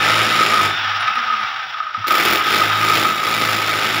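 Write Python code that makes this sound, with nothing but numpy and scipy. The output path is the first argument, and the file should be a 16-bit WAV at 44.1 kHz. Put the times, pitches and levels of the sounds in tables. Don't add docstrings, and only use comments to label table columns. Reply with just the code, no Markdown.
import sys
import numpy as np
from scipy import signal
from scipy.fft import rfft, irfft
from scipy.io import wavfile
from scipy.ndimage import uniform_filter1d

SR = 44100
rng = np.random.default_rng(int(sys.argv[2]) if len(sys.argv) > 2 else 0)


def generate_wav(sig):
    pcm = np.round(np.clip(np.atleast_2d(sig).T, -1, 1) * 32767).astype(np.int16)
    wavfile.write(sys.argv[1], SR, pcm)


N = 176400

# time in seconds, piston strokes per second.
STROKE_RATE = [(0, 52), (.3, 55.3), (.48, 56), (.58, 52.4), (.65, 50), (.76, 51.1), (.87, 46.9),
               (1.14, 36.5), (1.46, 27.3), (1.7, 20.5), (2.0, 16), (2.09, 22.8), (2.135, 31.7), (2.2, 37.6),
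               (2.35, 42.5), (2.5, 50.4), (2.65, 52.4), (2.8, 54), (3.15, 54), (3.35, 55), (3.65, 53),
               (4, 52.8)]
# start, end and the moment of one bite, all in seconds.
SPELLS = [(0, 1.0, .5605), (2.06, 4.02, 2.1206)]
# time in seconds, relative level in dB.
FIRST_FORCE = [(0, -36), (.05, -28.5), (.27, -29.5), (.5, -29.5), (.66, -30), (.69, -38), (.78, -49.5)]
SECOND_FORCE = [(2.07, -28.5), (2.15, -27.5), (2.3, -25.5), (2.37, -28), (2.42, -41), (2.47, -31.5),
                (2.55, -26.5), (2.65, -31), (2.71, -36.5), (2.79, -32.5), (2.97, -27), (3.04, -29),
                (3.13, -36), (3.22, -35), (3.32, -31), (3.55, -29), (3.62, -33), (3.76, -31), (4, -31)]
# frequency in Hz, relative density in dB.
BRICK_SPECTRUM = [(30, -34), (130, -8), (320, -8.5), (1000, -6.5), (1500, -1), (2300, 1), (3600, -1.5),
                  (4100, -3), (5300, -6.5), (6200, -13.5), (7300, -10), (8000, -23), (9600, -16),
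                  (12500, -21), (14000, -20), (15500, -20)]
WALL_SPECTRUM = [(30, -28), (70, -32), (130, -4.5), (200, -2), (260, -1), (320, 5), (500, 1.5), (850, 0),
                 (1050, -5), (1500, -6), (2300, 6), (3000, -9), (3600, -0.5), (4100, -15), (5300, -5),
                 (6200, -25.5), (7300, -11.5), (8000, -27.5), (15500, -34)]
# frequency in Hz, bandwidth in Hz, weight in dB.
STEEL_MODES = [(3190, 230, 0), (3690, 120, 3.5), (5000, 53, -10), (6730, 75, -10), (9400, 250, -2.5),
               (10900, 100, -6), (11745, 96, -14.5), (15050, 300, -7)]
BENDING_MODES = [(1261, 31.5, 52), (1400, 43, -14), (1320, 70, -22), (1170, 70, -39), (2300, 73, -31),
                 (3950, 66, -28)]
# time in seconds, relative level in dB.
RING_LEVEL = [(0, -15.5), (.4, -14), (.56, -9.5), (.65, -12.5), (.71, -24.5), (.95, -18), (1.08, -12.5),
              (1.35, -18), (1.52, -16.5), (1.65, -27.5), (2.02, -23.5), (2.12, -10.5), (2.33, -13),
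              (2.45, -15), (2.53, -17.5), (2.83, -11), (3.1, -17.5), (3.3, -15.5), (3.6, -19), (4, -16.5)]
# frequency in Hz, relative density in dB.
RUSH_SPECTRUM = [(30, -39), (90, -15.5), (200, -19), (400, -20.5), (600, -15), (770, -0.5), (900, -3),
                 (1020, -7.5), (1400, 6), (2000, -0.5), (2900, -2.5), (3700, -3.5), (4200, -13.5),
                 (5600, -10.5), (6200, -29.5), (7300, -33.5), (8100, -48), (10500, -40), (13500, -55.5),
                 (15500, -28.5)]
# multiple of the stroke rate, weight in dB.
WHINE_PARTIALS = [(35, -7), (70, 4), (105, -13)]
HOUSING_PARTIALS = [(1, -21), (2, 7), (3, 2), (4, -1), (6, -4)]
# time in seconds, relative level in dB.
RUSH_LEVEL = [(0, -21.5), (.6, -28.5), (.8, -25), (1.1, -27), (1.45, -28.5), (1.65, -32.5), (1.85, -37),
              (2.02, -34), (2.15, -26), (2.4, -25), (2.7, -25.5), (3.15, -31.5), (3.5, -32), (4, -25.5)]
WHINE_LEVEL = [(0, -32), (.5, -33), (.76, -28), (.9, -36), (1.5, -37), (1.75, -43), (2.3, -43), (2.52, -30),
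               (2.8, -32), (3.05, -36), (4, -37)]
HOUSING_LEVEL = [(0, -43), (.08, -40.5), (.38, -37.5), (.45, -44), (.57, -43), (.65, -32.5), (.74, -41),
                 (.85, -78), (2.05, -78), (2.3, -48), (2.43, -50), (2.6, -40), (3.08, -40), (3.2, -49),
                 (3.4, -40), (3.7, -42.5), (4, -39)]
MAINS_LEVEL = [(0, -64), (.88, -35.5), (1.04, -40), (1.1, -59), (1.9, -63), (2.0, -48), (4, -62)]
# start in seconds, relative level in dB.
TINKS = [(.933, -3), (1.0, 7), (1.08, -4), (1.151, 4.5), (1.183, -7), (1.295, -12), (1.333, -13), (1.4, -4),
         (1.94, -20)]
# frequency in Hz, bandwidth in Hz, weight in dB.
TINK_MODES = [(5200, 330, 2), (7160, 100, -4), (9510, 120, -4.5), (10800, 50, 5), (14950, 120, -10)]
# time in seconds, frequency in Hz, level in dB.
SAGGING_TONE = [(1.1, 245.5, -80), (1.18, 245, -35), (1.25, 228.3, -50), (1.33, 231, -39), (1.42, 204, -52),
                (1.48, 202, -76.5)]
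# start in seconds, relative level in dB.
KNOCKS = [(1.158, -5), (1.2, -6), (1.301, -5.5), (1.339, -1), (1.744, -6), (1.771, -6), (1.803, -1.5),
          (1.834, -12), (1.868, -6.5), (1.946, -2), (2.043, 1), (2.105, 2.5), (2.613, 1.5), (2.84, -27),
          (3.049, 6)]
# start in seconds, relative level in dB.
BUMPS = [(1.405, -7), (1.976, 0.5)]
# frequency in Hz, relative density in dB.
BUMP_SPECTRUM = [(30, -25), (70, -16), (105, 9), (150, -2), (220, -4.5), (320, -16), (600, -30),
                 (2000, -63)]
# frequency in Hz, bandwidth in Hz, weight in dB.
WEDGED_MODES = [(11745, 25, -6), (15030, 220, 0)]
# time in seconds, level in dB relative to the force on the wall.
WEDGED_LEVEL = [(2.07, 0), (2.38, 0), (2.5, -5), (3.0, -4), (4, -8)]

TIME = np.arange(N) / SR
BITE_LAG_STROKES, JITTER_S, SCATTER_DB = .36, .0003, 1.8
CRACK_S, CRUMBLE_S, CRUMBLE_DB = .0012, .013, -9
GRIT_PER_S, GRIT_S, GRIT_DB = 410, .00041, -13.5
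BRICK_DB, WALL_DB, STEEL_DB = 4.5, 1.5, -4.5
STEEL_LOW_HZ, BENDING_TOP_HZ, MAINS_HUM_HZ, TOP_HZ = 1023, 4500, 101, 15700


def undb(db):
    return 10 ** (np.asarray(db) / 20)


def unit(x):
    return x / np.sqrt(np.mean(x ** 2))


def curve(rows):
    return np.interp(TIME, *np.array(rows, float).T)


def noise():
    return rng.standard_normal(N)


def wander(hz):
    width = int(SR / hz)
    return unit(uniform_filter1d(uniform_filter1d(noise(), width), width))


def butterworth(x, hz, kind, order=4):
    return signal.sosfilt(signal.butter(order, hz, kind, fs=SR, output="sos"), x)


def colour(x, spectrum):
    hz, db = np.array(spectrum, float).T
    bins_hz = np.maximum(np.arange(N + 1) * SR / (2 * N), 1)
    gain = undb(np.interp(np.log(bins_hz), np.log(hz), db))
    cepstrum = irfft(np.log(gain))
    cepstrum[1:N] *= 2
    cepstrum[N + 1:] = 0
    return irfft(rfft(x, 2 * N) * unit(np.exp(rfft(cepstrum))))[:N]


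def ring_steel(drive, modes):
    t = TIME[:SR // 4]
    response = sum(undb(db) * np.sqrt(width) * np.exp(-np.pi * width * t) * np.sin(2 * np.pi * hz * t)
                   for hz, width, db in modes)
    vibration = signal.fftconvolve(drive, response / np.linalg.norm(response))[:N]
    return butterworth(vibration, STEEL_LOW_HZ, "high")


def impulses(times, sizes):
    hits = np.zeros(N)
    np.add.at(hits, np.clip(times * SR, 0, N - 1).astype(int), sizes)
    return hits


def bursts(times, sizes, decay_s):
    retained = np.exp(-2 / (decay_s * SR))
    return np.sqrt(signal.lfilter([1], [1, -retained], impulses(times, sizes ** 2) + 1e-18))


def blows(strokes):
    bite_at = []
    for start, end, one_bite in SPELLS:
        count = np.floor(strokes - np.interp(one_bite, TIME, strokes))
        at = TIME[1:][np.diff(count) > 0]
        bite_at.extend(at[(at >= start) & (at < end)])
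    strike_at = np.interp(np.interp(bite_at, TIME, strokes) - BITE_LAG_STROKES, strokes, TIME)
    chance = rng.standard_normal((400, 4))[:len(bite_at)].T
    strikes = strike_at + JITTER_S * chance[0], undb(SCATTER_DB * chance[1])
    bites = np.array(bite_at) + JITTER_S * chance[2], undb(SCATTER_DB * np.tanh(chance[3]))
    return strikes, bites


def fracture(times, sizes):
    when, strength = rng.random((4000, 2))[:int(GRIT_PER_S * N / SR)].T
    grit_db = GRIT_DB - .5 * np.log(np.maximum(strength, .01))
    grit = bursts(when * N / SR, undb(grit_db), GRIT_S)
    crack = bursts(times, sizes, CRACK_S)
    crumble = undb(CRUMBLE_DB) * bursts(times, sizes, CRUMBLE_S)
    return unit(np.sqrt(crack ** 2 + crumble ** 2 + grit ** 2))


def chiselling(strikes, bites):
    times = np.r_[strikes[0], bites[0]]
    sizes = np.r_[undb(-.5) * strikes[1], bites[1]]
    cracks = fracture(times, sizes)
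    thuds = unit(bursts(times, sizes, decay_s=.0075))
    sound = np.zeros(N)
    for rows in FIRST_FORCE, SECOND_FORCE:
        force = undb(curve(rows)) * (TIME >= rows[0][0]) * (TIME <= rows[-1][0])
        sound += undb(BRICK_DB) * colour(force * cracks * noise(), BRICK_SPECTRUM)
        sound += undb(WALL_DB) * colour(force * thuds * noise(), WALL_SPECTRUM)
        sound += undb(STEEL_DB) * ring_steel(force * cracks * noise(), STEEL_MODES)
    return sound + wedged_singing(cracks)


def chisel_ring(strikes):
    pushes = unit(bursts(*strikes, decay_s=.0013) * noise())
    chatter = undb(2) * noise() * undb(1.7 * wander(hz=90))
    knock_at, knock_db = np.array(KNOCKS).T
    knocks = impulses(knock_at, undb(knock_db + 15))
    drive = undb(curve(RING_LEVEL) - 7) * (pushes + chatter) + knocks
    return butterworth(ring_steel(drive, BENDING_MODES), BENDING_TOP_HZ, "low")


def motor(strokes):
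    flutter_db = 1.85 * wander(hz=160) + np.cos(2 * np.pi * strokes)
    rush = colour(noise() * undb(flutter_db), RUSH_SPECTRUM)
    whine = sum(undb(db + 2 * wander(hz=20)) * np.sin(2 * np.pi * k * strokes + .5 * wander(hz=60))
                for k, db in WHINE_PARTIALS)
    rattle = unit(noise() * undb(5 * wander(hz=40)))
    jingle = undb(-45) * ring_steel(rattle, STEEL_MODES)
    return undb(curve(RUSH_LEVEL) - 5) * (rush + jingle) + undb(curve(WHINE_LEVEL)) * whine


def hum(strokes):
    housing = sum(undb(db + 3 * wander(hz=7.8)) * np.sin(2 * np.pi * k * strokes + .12 * wander(hz=13))
                  for k, db in HOUSING_PARTIALS)
    windings = np.sin(2 * np.pi * MAINS_HUM_HZ * TIME)
    return np.sqrt(2) * (undb(curve(HOUSING_LEVEL)) * housing + undb(curve(MAINS_LEVEL)) * windings)


def tinks():
    at, db = np.array(TINKS).T
    return ring_steel(bursts(at, undb(db - 47), decay_s=.02) * noise(), TINK_MODES)


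def sagging_tone():
    rows = np.array(SAGGING_TONE)
    hz, db = curve(rows[:, [0, 1]]), curve(rows[:, [0, 2]])
    phase = 2 * np.pi * np.cumsum(hz) / SR + .28 * wander(hz=40)
    return undb(db) * (np.sin(phase) + undb(-2) * np.sin(2 * phase))


def bumps():
    at, db = np.array(BUMPS).T
    return colour(bursts(at, undb(db - 48), decay_s=.031) * noise(), BUMP_SPECTRUM)


def wedged_singing(cracks):
    force = undb(curve(SECOND_FORCE) + curve(WEDGED_LEVEL)) * (TIME >= SECOND_FORCE[0][0])
    return ring_steel(force * cracks * noise(), WEDGED_MODES)


def room(direct):
    t, response = TIME[:SR], np.zeros(SR)
    for band, t60_s, db in ("low", .34, -5.5), ("high", .067, -18):
        tail = rng.standard_normal(SR) * np.exp(-np.log(1000) * t / t60_s) * (t > .003)
        response += undb(db) * butterworth(tail / np.linalg.norm(tail), 3500, band, order=2)
    return direct + signal.fftconvolve(direct, response)[:N]


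def scene():
    strokes = np.cumsum(curve(STROKE_RATE)) / SR
    strikes, bites = blows(strokes)
    working = chiselling(strikes, bites) + chisel_ring(strikes) + motor(strokes)
    lifted = tinks() + sagging_tone() + bumps()
    return (room(working + lifted) + hum(strokes))[None]


def record(dry):
    rounded = np.tanh(.71 * dry) / 1.104
    return signal.sosfilt(signal.ellip(10, .2, 80, TOP_HZ, fs=SR, output="sos"), rounded)


dry = scene()
out = record(dry)
generate_wav(out)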